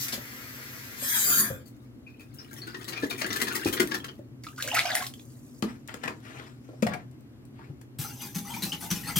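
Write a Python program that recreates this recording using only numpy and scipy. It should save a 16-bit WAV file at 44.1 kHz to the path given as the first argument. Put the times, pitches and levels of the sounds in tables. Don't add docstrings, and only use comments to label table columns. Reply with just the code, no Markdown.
import sys
import numpy as np
from scipy import signal
from scipy.fft import rfft, irfft, next_fast_len
from scipy.io import wavfile
from scipy.ndimage import uniform_filter1d

SR = 44100
rng = np.random.default_rng(int(sys.argv[2]) if len(sys.argv) > 2 else 0)


def int16_out(signal):
    q = np.round(np.clip(np.atleast_2d(signal).T, -1, 1) * 32767)
    wavfile.write(sys.argv[1], SR, q.astype(np.int16))


def amplitude_ratio(level_db):
    exponent = np.asarray(level_db, float) / 20
    return 10 ** exponent


N = 405279
T = np.arange(N) / SR

# (frequency [Hz], correlation [-1 to 1])
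PORT_LIKENESS = [(60, 0.96), (240, 0.82), (950, 0.15), (3770, -0.82), (15000, -0.05)]


def tap():
    # (time [s], level [dB])
    water_flow = [
        (0, -47.5),
        (0.2, -51),
        (0.96, -50.5),
        (1.04, -40.5),
        (1.2, -36.5),
        (1.36, -34),
        (1.44, -30.5),
        (1.52, -43.5),
        (1.7, -75.5),
    ]
    # (frequency [Hz], level [dB per Hz])
    trickle_colour = [(240, -34), (400, -2), (756, -9), (2010, 6.5), (2870, -4.5), (6040, -15.5),
                      (8760, -24.5), (15100, -15), (16300, -36.5)]
    jet_colour = [(120, -41), (200, -11), (240, -13), (796, -26), (1650, -6.5), (2890, -14.5), (3350, -9),
                  (5400, -6), (7120, 3), (8560, -2.5), (12400, 4.5), (15100, 2.5), (16300, -20)]
    # (share at -50 dB [dB], slope [dB per dB])
    trickle_tilt = (0.067, 0.19)
    jet_tilt = (2.8, 0.29)
    # (frequency [Hz], width [Hz], depth [0-1])
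    sink_notches = [(2770, 290, 0.8), (4260, 350, .7), (5680, 400, .8)]
    # (time [s], peak [dB], ring [Hz], splash [dB])
    first_spurts = [
        (0.0834, -16, 7660, -13),
        (0.1197, -19.5, 4040, -1.5),
    ]
    # (ring [dB], ring per splash [dB per dB], t60 [s], shortening per peak, per ring [dB per dB])
    spurt_law = (1, -0.7, 2.6, 8.5, 0.5)

    sputter_db = 12.5 / (1 + (T / 0.061) ** 6)
    drops = spray(per_s=600, spread_db=1)
    trickle = bed(along(water_flow), trickle_tilt, trickle_colour, drops, hiss_db=sputter_db)

    streaks = shifting(spray(per_s=600, spread_db=1.5), 4.2, bins=3, frames=8)
    hz = np.fft.rfftfreq(next_fast_len(N), 1 / SR)
    notches = np.prod([1 - depth * abs(peak(hz, f, w)) ** 2 for f, w, depth in sink_notches], axis=0)
    jet = bed(along(water_flow), jet_tilt, jet_colour, streaks, notches)

    dull = signal.sosfiltfilt(signal.butter(2, 2000, fs=SR, output="sos"), jet)
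    shut_db = -13 * np.clip((T - 1.407) / 0.0081, 0, 1)
    jet = dull + amplitude_ratio(shut_db) * (jet - dull)

    wide = np.clip((T - 0.97) / 0.055, 0, 1)
    flow = np.sqrt(1 - wide) * trickle + np.sqrt(wide) * jet
    return amplitude_ratio(-2.0) * flow + bursts(first_spurts, spurt_law, jet_colour, 0.18, 0.83, -10.5)


def shaking():
    # (time [s], level [dB])
    effort = [
        (1.7, -73),
        (2.0, -82.5),
        (2.55, -56.5),
        (3.0, -49.5),
        (3.2, -56.5),
        (3.4, -41.5),
        (3.8, -48),
        (4.0, -54.5),
        (4.3, -84),
    ]
    # (frequency [Hz], level [dB per Hz])
    slosh_colour = [(120, -25), (200, -13), (317, -2), (582, -18), (939, -13), (1930, -7.5), (2190, -12),
                    (6260, -14.5), (13100, -16), (16300, -15)]
    # (share at -50 dB [dB], slope [dB per dB])
    slosh_tilt = (-4.5, -0.13)
    # (time [s], peak [dB], ring [Hz], splash [dB])
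    drips = [(1.6562, -48, 4470, 4.5), (1.8147, -56.5, 1190, -3), (2.065, -45, 2490, -24),
             (2.1316, -62, 2510, -47), (2.1935, -39.5, 2490, -6.5), (2.3387, -56, 1620, 13),
             (2.3853, -36, 5320, -16), (2.509, -45, 1580, -1), (2.571, -41, 5550, 2),
             (2.615, -36, 4340, -15)]
    # (time [s], peak [dB], ring [Hz], splash [dB], hold [s])
    wall_slaps = [(2.668, -31, 1500, -28, 0.021), (2.7433, -23, 1855, -52, 0.0077),
                  (2.811, -28, 3230, -16.5, 0.0067), (2.8766, -26, 4090, -6.5, 0.023),
                  (2.9218, -22, 1774, -42.5, 0.016), (2.962, -23, 2460, -35, 0.024),
                  (3.022, -21.5, 1725, -20, .02), (3.0998, -20.5, 3820, -8, 0.0079),
                  (3.107, -20, 2374, -18, 0.0094), (3.127, -23.5, 2380, -17, 0.0067),
                  (3.1718, -29, 2380, -3.5, 0.042), (3.213, -13.5, 1970, -24, 0.0092),
                  (3.2438, -14, 1590, -31, 0.0041), (3.262, -20, 1900, -8.5, 0.0066),
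                  (3.304, -18, 5800, -34, 0.007), (3.323, -19, 1900, -13, 0.017),
                  (3.357, -17, 1690, -8.5, 0.013), (3.3933, -26, 1957, -10, 0.014),
                  (3.4125, -8.5, 1950, -9, 0.013), (3.468, -17, 1770, -17, 0.018),
                  (3.505, -25, 2430, -20, 0.01), (3.547, -17, 1980, -4.5, 0.018),
                  (3.664, -18.5, 2450, -9, 0.023), (3.726, -20.5, 3230, -3, 0.016),
                  (3.769, -17, 1965, -44, 0.0092), (3.7974, -7, 2020, -11.5, 0.01),
                  (3.818, -17, 1530, -23, 0.0052), (3.9127, -13.5, 1745, -26, 0.0095),
                  (3.9393, -17, 1750, -16, 0.015), (4.0421, -20, 1620, -15, 0.0048),
                  (4.0823, -26.5, 3098, -65, .008)]
    # (ring [dB], ring per splash [dB per dB], t60 [s], shortening per peak, per ring [dB per dB])
    drip_law = (1.5, -0.26, 0.13, -0.0032, -0.057)
    slap_law = (-8, 0, 0.03, 0.85, -0.2)
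    # (time [s], peak [dB], centre [Hz])
    flung_drops = [(2.8439, -34, 4208), (2.8878, -27.5, 4250), (2.9297, -29, 4050), (3.0006, -31.5, 4080),
                   (3.0464, -31.5, 3900), (3.264, -25, 6630), (3.3297, -16, 4700), (3.4204, -20, 4120),
                   (3.6478, -18, 4380), (3.6626, -22, 3640), (3.7344, -21, 4230), (3.9, -53, 3970),
                   (3.9446, -19, 4980)]

    swill = spray(per_s=120, spread_db=3)
    swill += 1.5 * bubbles(effort, 1100, 6000, 400, 12, 4.5, 0.02)
    swill += 2.0 * specks(per_s=99, spread_db=8.5, t60=0.0057)
    shake = bed(along(effort), slosh_tilt, slosh_colour, swill)
    shake += bursts(drips, drip_law, slosh_colour, 0.02, 11.0, -12.5)
    shake += bursts(wall_slaps, slap_law, slosh_colour, 0.028, 9.2, -12.0)
    return shake + ticks(flung_drops, 0.018, 2.5, -9.0)


def pouring():
    # (time [s], level [dB])
    stream_level = [
        (4.42, -106),
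        (4.45, -64),
        (4.55, -76),
        (4.65, -42.5),
        (4.78, -34.5),
        (4.85, -35.5),
        (5.05, -44),
        (5.11, -74),
        (5.6, -84),
    ]
    # (frequency [Hz], level [dB per Hz])
    pour_colour = [(240, -40), (400, -30.5), (710, -7.5), (924, -13), (1340, -4), (2170, -1.5), (4040, -5),
                   (12700, -10.5), (16300, -16.5)]
    # (share at -50 dB [dB], slope [dB per dB])
    pour_tilt = (0.71, -0.6)
    # (time [s], peak [dB], ring [Hz], splash [dB], hold [s])
    plops = [(4.4363, -33.5, 2070, -16, 0.015), (4.4662, -19.5, 1295, -25, 0.0048),
             (4.578, -25, 1350, -5, 0.014), (4.597, -23, 1640, -26, 0.014), (4.6239, -21, 3900, 3, 0.0022),
             (4.7436, -18, 1990, 3.5, 0.0085), (4.762, -10, 1350, -17, 0.014),
             (4.786, -7, 2090, -12, 0.0076), (4.888, -18, 1550, -24, .008), (4.9, -11, 1920, -21, 0.009),
             (4.9516, -12.5, 1880, 4.5, 0.0027), (4.965, -17, 1940, -20, 0.016),
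             (5.0214, -15.5, 1170, -8, 0.0072), (5.0664, -27, 3300, 2, .005),
             (5.1372, -26.5, 3220, -3, 0.0028), (5.1936, -33, 3700, -16, .004)]
    # (ring [dB], ring per splash [dB per dB], t60 [s], shortening per peak, per ring [dB per dB])
    plop_law = (-1, 0.15, -0.08, -1, -2.1)
    # (time [s], peak [dB], centre [Hz])
    spatter = [(4.4363, -28, 4870), (4.466, -50, 9250), (4.4872, -42, 5650), (4.5261, -51, 6800),
               (4.561, -38, 4970), (4.5755, -39, 4580), (4.607, -25, 4360), (4.6239, -13.5, 3560),
               (4.6753, -18, 6170), (4.6853, -23, 6850), (4.7447, -19, 4230), (4.786, -20, 4570),
               (4.8559, -21, 5420), (4.9516, -19, 4690), (5.066, -20, 4530)]

    stream = 0.65 * spray(per_s=300, spread_db=3.5)
    stream += 0.85 * bubbles(stream_level, 900, 5000, 500, 11, 4.5, 0.07)
    stream += 0.55 * specks(per_s=80, spread_db=3, t60=0.012)
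    pour = bed(along(stream_level), pour_tilt, pour_colour, stream)
    pour += neck() * amplitude_ratio(-5) + gulps()
    pour += bursts(plops, plop_law, pour_colour, 0.14, 5.5, -15.5)
    return pour + ticks(spatter, 0.016, 3.8, -5.5)


def neck():
    # (time [s], frequency [Hz], level [dB])
    neck_air = [(4.6, 500, -63), (4.65, 544, -37), (4.7, 650, -46), (4.73, 816, -30), (4.8, 750, -38.5),
                (4.9, 730, -35), (5.0, 753, -32), (5.05, 760, -48.5), (5.1, 720, -80)]
    gate, (hz, db) = along(neck_air)
    wobble = 1 + 0.072 * evened(uniform_filter1d(rng.standard_normal(N), size=600))
    turn = np.exp(2j * np.pi * np.cumsum(hz * wobble) / SR)
    r = np.exp(-np.pi * 130 / SR)
    puffs = spray(per_s=200, spread_db=6) / turn
    ring = turn * signal.lfilter([1], [1, -2 * r, r * r], puffs)
    return gate * amplitude_ratio(db) * evened(ring.real)


def gulps():
    # (time [s], peak [dB], start pitch [Hz], length [cycles])
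    large_bubbles = [(4.443, -40, 1510, 17), (4.485, -33, 2360, 13), (4.529, -43, 1350, 7.9),
                     (4.582, -33, 1250, 24), (4.6, -24, 1404, 16), (4.64, -24, 2200, 13),
                     (4.676, -21.5, 1390, 12), (4.757, -14, 1900, 17), (4.775, -17, 1286, 16),
                     (4.79, -16, 2140, 18), (4.879, -23, 2560, 14), (4.906, -22, 1470, 15),
                     (4.965, -20, 1485, 14), (5.003, -25.5, 1330, 18), (5.022, -28, 955, 7.4),
                     (5.04, -31, 1910, 12)]
    out = np.zeros(N)
    for s, db, hz, cycles in large_bubbles:
        t = np.arange(round(2 * cycles * SR / hz)) / SR
        u = t * hz / cycles
        note = np.sin(2 * np.pi * hz * t * (1 + 0.211 * u))
        add(out, s, amplitude_ratio(db + 12.0) * note * u * np.exp(-4 * u))
    return out


def hands():
    # (start [s], hold [s], level [dB])
    rubs = [
        (5.63, 0.062, -49.5),
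        (5.92, 0.0033, -49.5),
        (6.04, 0.015, -46),
        (6.08, 0.0033, -44.5),
        (6.26, 0.19, -48.5),
        (6.64, 0.11, -68.5),
        (6.9, 0.025, -42),
        (7.59, 0.058, -56),
    ]
    rub_span = [(5.63,), (7.97,)]
    # (frequency [Hz], level [dB per Hz])
    rub_colour = [(60, -27), (180, -15), (300, -1), (405, -5.5), (539, -9.5), (692, -5), (1890, -3.5),
                  (16300, -36)]
    # (share at -50 dB [dB], slope [dB per dB])
    rub_tilt = (-13, -0.52)
    # (time [s], peak [dB], ring [Hz], snap [dB], hold [s])
    cap_clicks = [(5.624, -21.5, 1220, -23, 0.0063), (5.885, -33.5, 2080, -49, 0.011),
                  (5.9405, -22, 1930, -22, 0.0032), (6.034, -27.5, 1880, -22, 0.027),
                  (6.077, -19.5, 2500, -22, 0.0066), (6.395, -32.5, 2040, -36, 0.0063),
                  (6.823, -24.5, 2400, -16, 0.011), (6.867, -18, 2000, -22, 0.0072),
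                  (6.935, -30, 2260, -18, 0.0093), (7.814, -47, 1560, -10, 0.0041)]
    # (ring [dB], ring per snap [dB per dB], t60 [s], shortening per peak, per ring [dB per dB])
    click_law = (-4.3, 0.27, 0.0054, 0.13, -0.34)
    # (time [s], peak [dB], centre [Hz])
    cap_snaps = [(5.6236, -24.5, 3620), (5.876, -35, 6900), (5.9409, -33, 5950), (6.2018, -50.5, 3530),
                 (6.8234, -28.5, 5490), (6.8673, -34, 5300), (7.1127, -54, 7220), (7.207, -53, 12250),
                 (7.452, -49, 10500), (7.8126, -48, 6380)]

    rubbing = shifting(spray(per_s=200, spread_db=2), 2.5, bins=8, frames=4)
    control = strokes(rubs, rub_span, rise_db_s=397, fall_db_s=216, rest_db=-76)
    sleeve_db = -9.5 * (T > 6.9)
    out = amplitude_ratio(-2.0) * bed(control, rub_tilt, rub_colour, rubbing, hiss_db=sleeve_db)
    out += bursts(cap_clicks, click_law, rub_colour, 0.013, 6.9, -5.5)
    return out + ticks(cap_snaps, 0.016, 1.3, -3.0)


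def whisk():
    # (start [s], hold [s], level [dB])
    whisk_strokes = [
        (7.99, 0.099, -46.5),
        (8.23, 0.01, -46),
        (8.46, 0.11, -46),
        (8.68, 0.014, -43),
        (8.84, 0.0022, -45.5),
        (8.96, 0.0033, -42),
        (9.08, 0.0059, -38.5),
        (9.18, .02, -49),
    ]
    whisk_span = [(7.99,), (9.19,)]
    # (frequency [Hz], level [dB per Hz])
    scrape_colour = [(60, -6), (180, 3.5), (300, -2.5), (566, -17.5), (818, -16.5), (967, -10),
                     (2910, -5.5), (3940, -6.5), (13800, 4.5), (16300, -5.5)]
    # (share at -50 dB [dB], slope [dB per dB])
    scrape_tilt = (-0.33, -0.12)
    # (frequency [Hz], width [Hz], level [dB])
    pan_rings = [(816, 15, -4), (3050, 60, -60), (4840, 29, -35), (6060, 97, -25)]
    # (time [s], peak [dB], ring [Hz], snap [dB], hold [s])
    wire_hits = [(7.9844, -27, 7900, -2.5, 0.0092), (8.208, -32, 2430, -2.5, 0.0084),
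                 (8.346, -21, 6240, -5.5, 0.0047), (8.47, -46, 1370, -26, 0.011),
                 (8.4993, -36, 3200, -23, 0.0043), (8.535, -27, 2340, -13, 0.0082),
                 (8.621, -15.5, 4170, -7, 0.0065), (8.72, -18.5, 3010, -21.5, 0.002),
                 (8.8065, -30.5, 1520, -2.5, 0.006), (8.825, -40.5, 824, -37, 0.017),
                 (8.902, -16, 6040, -9, 0.0053), (8.952, -28.5, 2500, -7, .008),
                 (9.0348, -34, 1920, -25, 0.0035), (9.0967, -37, 2050, -30, 0.0037),
                 (9.157, -13, 3190, -1.5, 0.0095)]
    # (ring [dB], ring per snap [dB per dB], t60 [s], shortening per peak, per ring [dB per dB])
    wire_law = (-12, -.55, 0.13, 0.37, 0.3)

    hz = np.fft.rfftfreq(next_fast_len(N), 1 / SR)
    rings = 0.11 + sum(amplitude_ratio(db + 18.0) * abs(peak(hz, f, w)) for f, w, db in pan_rings)
    pings = bubbles(whisk_span, 2000, 14000, 500, 110, 2, 0.001)
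    pings += 0.45 * bubbles(whisk_span, 800, 3500, 60, 16, 3, 0.1)
    drag = shifting(spray(per_s=500, spread_db=2) + 0.7 * pings, 4.5, bins=2, frames=6)
    control = strokes(whisk_strokes, whisk_span, rise_db_s=220, fall_db_s=220, rest_db=-58)
    scrape = bed(control, scrape_tilt, scrape_colour, drag, rings)
    return scrape + bursts(wire_hits, wire_law, scrape_colour, 0.011, 7.7, -12.0)


def knocks():
    # (time [s], peak [dB], body [Hz], second body [Hz], its share [dB])
    bottle_knocks = [(0.13, -37.5, 240, 544, 5), (1.019, -40.5, 245, 570, 2.5), (4.189, -37, 320, 570, -8),
                     (1.5, -24.5, 127, 527, -7.5), (3.03, -20, 280, 450, -2.5), (3.42, -28, 243, 376, -22),
                     (3.657, -18, 300, 353, 0), (3.797, -22.5, 360, 330, -17), (5.624, -18.5, 241, 315, -7),
                     (5.94, -35, 255, 494, -2), (6.051, -30, 245, 360, -23), (6.824, -15.5, 212, 511, -5),
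                     (6.864, -22.5, 143, 709, -0.5), (6.939, -31.5, 146, 720, 2),
                     (7.694, -34, 138, 370, -12.5), (6.687, -41, 315, 510, -1), (7.59, -49.5, 360, 914, 4),
                     (5.637, -20, 224, 324, -3), (0.175, -41.5, 244, 570, 3), (6.73, -44, 320, 600, 0.5)]
    # (time [s], peak [dB], body [Hz])
    pan_knocks = [
        (7.987, -27.5, 139),
        (8.355, -25, 187),
        (8.63, -30, 183),
        (8.911, -23, 170),
        (9.163, -18.5, 159),
    ]
    out, t = np.zeros(N), np.arange(12000) / SR
    blows = [(*row, 0.036 / amplitude_ratio(0.25 * (row[1] + 17.5))) for row in bottle_knocks]
    blows += [(*row, 826, -27.5, 0.081) for row in pan_knocks]
    rattles = rng.standard_normal((len(blows), 12000))
    for (s, db, hz, upper_hz, upper_db, t60), rattle in zip(blows, rattles):
        rattle = 0.9 + 0.7 * evened(uniform_filter1d(rattle, size=130))
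        upper = rattle * np.sin(2 * np.pi * upper_hz * t)
        modes = np.sin(2 * np.pi * hz * t) + amplitude_ratio(upper_db) * upper
        swell = 1 - np.exp(-t * hz ** 2 / 220)
        shape = swell * amplitude_ratio(-60 * t / max(t60, 0.01) * np.tanh(t / 0.018))
        add(out, s, amplitude_ratio(db - 1.0) * modes * shape / shape.max())
    return out


def bed(control, tilt, colour, drive, rings=1, hiss_db=0):
    gate, (db,) = control
    treble_db = tilt[0] + tilt[1] * (db + 50) + hiss_db
    size = next_fast_len(N)
    hz, z = np.fft.rfftfreq(size, 1 / SR), rfft(drive * gate, size)
    z = z / np.sqrt(uniform_filter1d(abs(z) ** 2, size=8000))
    z = z * amplitude_ratio(read(colour, hz)) * rings
    treble = 1 / (1 + (5000 / (hz + 1)) ** 6)
    body, top = (evened(irfft(z * m, size)[:N]) * np.sqrt(gate.mean()) for m in (1 - treble, treble))
    return gate * amplitude_ratio(db) * (body + amplitude_ratio(treble_db) * top)


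def bursts(rows, law, colour, rise, sharpness, lift_db):
    out, t, hz = np.zeros(N), np.arange(8192) / SR, np.fft.rfftfreq(8192, 1 / SR)
    treble = 1 / (1 + (6000 / (hz + 1)) ** 6)
    noises = rng.standard_normal((len(rows), 2, 8192))
    for (s, db, ring_hz, treble_db, *hold), (puff, rag) in zip(rows, noises):
        ring_db = law[0] + law[1] * treble_db
        t60 = max(law[2] / amplitude_ratio(law[3] * (db + 23) + law[4] * ring_db), 0.005)
        hold = max(sum(hold), 0)
        z, u = rfft(puff), np.maximum(t - hold, 0) / t60
        body, top = (evened(irfft(z * amplitude_ratio(read(colour, hz)) * m)) for m in (1 - treble, treble))
        ring = evened(irfft(z * peak(hz, ring_hz, ring_hz / sharpness) ** 2))
        swell = np.tanh(t / (rise * t60 + 0.08 * hold))
        shape = swell * amplitude_ratio(-60 * u * np.tanh(2.5 * u))
        ragged = amplitude_ratio(3 * evened(uniform_filter1d(rag, size=200)))
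        puff = (0.5 * body + amplitude_ratio(treble_db) * top) * ragged
        puff = puff + amplitude_ratio(ring_db) * ring * amplitude_ratio(-22 * u)
        add(out, s, amplitude_ratio(db + lift_db) * shape * puff)
    return out


def ticks(rows, t60, sharpness, lift_db):
    out, t, hz = np.zeros(N), np.arange(1024) / SR, np.fft.rfftfreq(1024, 1 / SR)
    for (s, db, centre_hz), noise in zip(rows, rng.standard_normal((len(rows), 1024))):
        colour = 0.27 + abs(peak(hz, centre_hz, centre_hz / sharpness))
        colour = colour / (1 + (2500 / (hz + 1)) ** 4)
        shape = amplitude_ratio(db + lift_db - 60 * t / max(t60, 0.003)) * np.tanh(t / 0.00068)
        add(out, s, shape * evened(irfft(rfft(noise) * colour)))
    return out


def bubbles(span, low_hz, high_hz, per_s, cycles, spread_db, glide):
    out = np.zeros(N)
    start, length = span[0][0], span[-1][0] - span[0][0]
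    for when, pitch, size in rng.random((round(per_s * length), 3)):
        hz = low_hz * (high_hz / low_hz) ** pitch
        t = np.arange(round(3 * cycles * SR / hz)) / SR
        u = t * hz / cycles
        tone = np.sin(2 * np.pi * hz * t * (1 + glide * u)) * u * np.exp(-3 * u)
        size_db = -spread_db * np.log(size + 0.013)
        add(out, start + when * length, amplitude_ratio(size_db) * tone / np.linalg.norm(tone))
    return out / np.sqrt(per_s / SR) / amplitude_ratio(0.62 * spread_db)


def spray(per_s, spread_db):
    jumps = rng.standard_normal(N)
    jumps = evened(signal.lfilter([1], [1, -np.exp(-per_s / SR)], jumps))
    return amplitude_ratio(spread_db * jumps) * rng.standard_normal(N)


def specks(per_s, spread_db, t60):
    t = np.arange(600) / SR
    hits = (rng.random(N) < per_s / SR) * amplitude_ratio(spread_db * rng.standard_normal(N))
    return evened(signal.oaconvolve(hits, amplitude_ratio(-60 * t / t60))[:N] * rng.standard_normal(N))


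def shifting(x, depth_db, bins, frames):
    z = signal.stft(x, nperseg=512)[2]
    patches = rng.standard_normal(z.shape)
    for _ in range(2):
        patches = uniform_filter1d(uniform_filter1d(patches, bins, 0), frames, 1)
    return evened(signal.istft(z * amplitude_ratio(depth_db * evened(patches)), nperseg=512)[1][:N])


def strokes(rows, span, rise_db_s, fall_db_s, rest_db):
    power = amplitude_ratio(2 * rest_db)
    for s, hold, db in rows:
        rise = rise_db_s * np.maximum(s - T, 0)
        fall = fall_db_s * np.maximum(T - s - hold, 0)
        power = power + amplitude_ratio(2 * (db - rise - fall))
    return along(span)[0], [10 * np.log10(power)]


def along(rows):
    s, *columns = np.transpose(rows)
    gate = uniform_filter1d(1. * (T >= s[0]) * (T <= s[-1]), size=200)
    return gate, [np.interp(T, s, c) for c in columns]


def evened(x):
    return x / np.sqrt(np.mean(x ** 2) + 1e-20)


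def read(points, hz):
    f, value = np.transpose(points)
    return np.interp(np.log(hz + 1), np.log(f + 1), value)


def peak(hz, centre_hz, width_hz):
    return 1 / (1 + 2j * (hz - centre_hz) / width_hz)


def add(mix, s, sound):
    part = mix[round(s * SR):][:len(sound)]
    part += sound[:len(part)]


def ports(x, count, lean_db):
    pair = np.array([np.roll(x, -(count // 2)), np.roll(x, count - count // 2)])
    return pair * amplitude_ratio([[lean_db / 2], [-lean_db / 2]])


def room(x):
    turns = [np.sqrt(2 / 3) * np.cos(2 * np.pi * (3 * T + k / 3)) for k in range(3)]
    return sum(signal.oaconvolve((x * turn)[None], echoes(), axes=1)[:, :N] for turn in turns)


def echoes():
    # (frequency [Hz], t60 [s])
    decay = [(100, 0.43), (500, 0.29), (2000, 0.14), (8000, 0.15), (16000, 0.17)]
    taps = np.zeros((2, SR // 3))
    at = np.arange(100, SR // 3 - 20, 20) + rng.integers(0, 20, (2, (SR // 3 - 101) // 20))
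    np.put_along_axis(taps, at, rng.choice([-1., 1.], at.shape), 1)
    hz, t, (left, other) = signal.stft(taps, SR, nperseg=256)
    same = np.clip(read(PORT_LIKENESS, hz), 0, 1)[:, None]
    z = np.array([left, same * left + np.sqrt(1 - same ** 2) * other])
    tail = signal.istft(z * amplitude_ratio(-60 * t / read(decay, hz)[:, None]), SR, nperseg=256)[1]
    return tail / np.linalg.norm(tail[0])


def drone():
    # (frequency [Hz], level [dB per Hz])
    drone_colour = [(24, -44), (40, -21), (85, -13.5), (101, -13), (124, 1.5), (172, -22.5), (245, -6),
                    (447, -23.5), (927, -35.5), (1050, -34.5), (9610, -52), (14000, -49), (16300, -65.5)]
    size = next_fast_len(N)
    hz = np.fft.rfftfreq(size, 1 / SR)
    left, other = rfft(rng.standard_normal((2, size)))
    same = np.clip(read(PORT_LIKENESS, hz), -1, 1)
    motor = 1 + amplitude_ratio(-10.0) * abs(peak(hz, 100.0, 1.4)) ** 2
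    pair = np.array([left, same * left + np.sqrt(1 - same ** 2) * other])
    z = pair * amplitude_ratio(read(drone_colour, hz)) * motor
    return amplitude_ratio(-47.6) * evened(irfft(z, size)[:, :N]) * amplitude_ratio([[0.6], [-0.6]])


def scene():
    water, shake, pour = tap(), shaking(), pouring()
    handling, stir, thuds = hands(), whisk(), knocks()
    direct = ports(water, count=11, lean_db=6.5) + ports(shake, count=20, lean_db=8.5)
    direct += ports(pour, count=2, lean_db=-1.0) + ports(handling, count=17, lean_db=9.5)
    direct += ports(stir, count=0, lean_db=3.6) + ports(thuds, count=10, lean_db=3.0)
    sends = amplitude_ratio(4.0) * water + amplitude_ratio(-0.5) * shake + amplitude_ratio(-3.0) * (pour + stir)
    sends += amplitude_ratio(-2.0) * handling + amplitude_ratio(-7.0) * thuds
    return direct + room(sends) * amplitude_ratio([[1.7], [0.2]]) + drone()


def roll_off(x):
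    return signal.sosfilt(signal.butter(12, 16790, fs=SR, output="sos"), x)


def record(dry):
    dry = signal.sosfilt(signal.butter(6, 50, "high", fs=SR, output="sos"), dry)
    edge = signal.firwin(255, 16100, window=("kaiser", 8), fs=SR)
    mix = signal.oaconvolve(dry, edge[None], "same", axes=1)
    return roll_off(mix)


dry = scene()
out = record(dry)
int16_out(out)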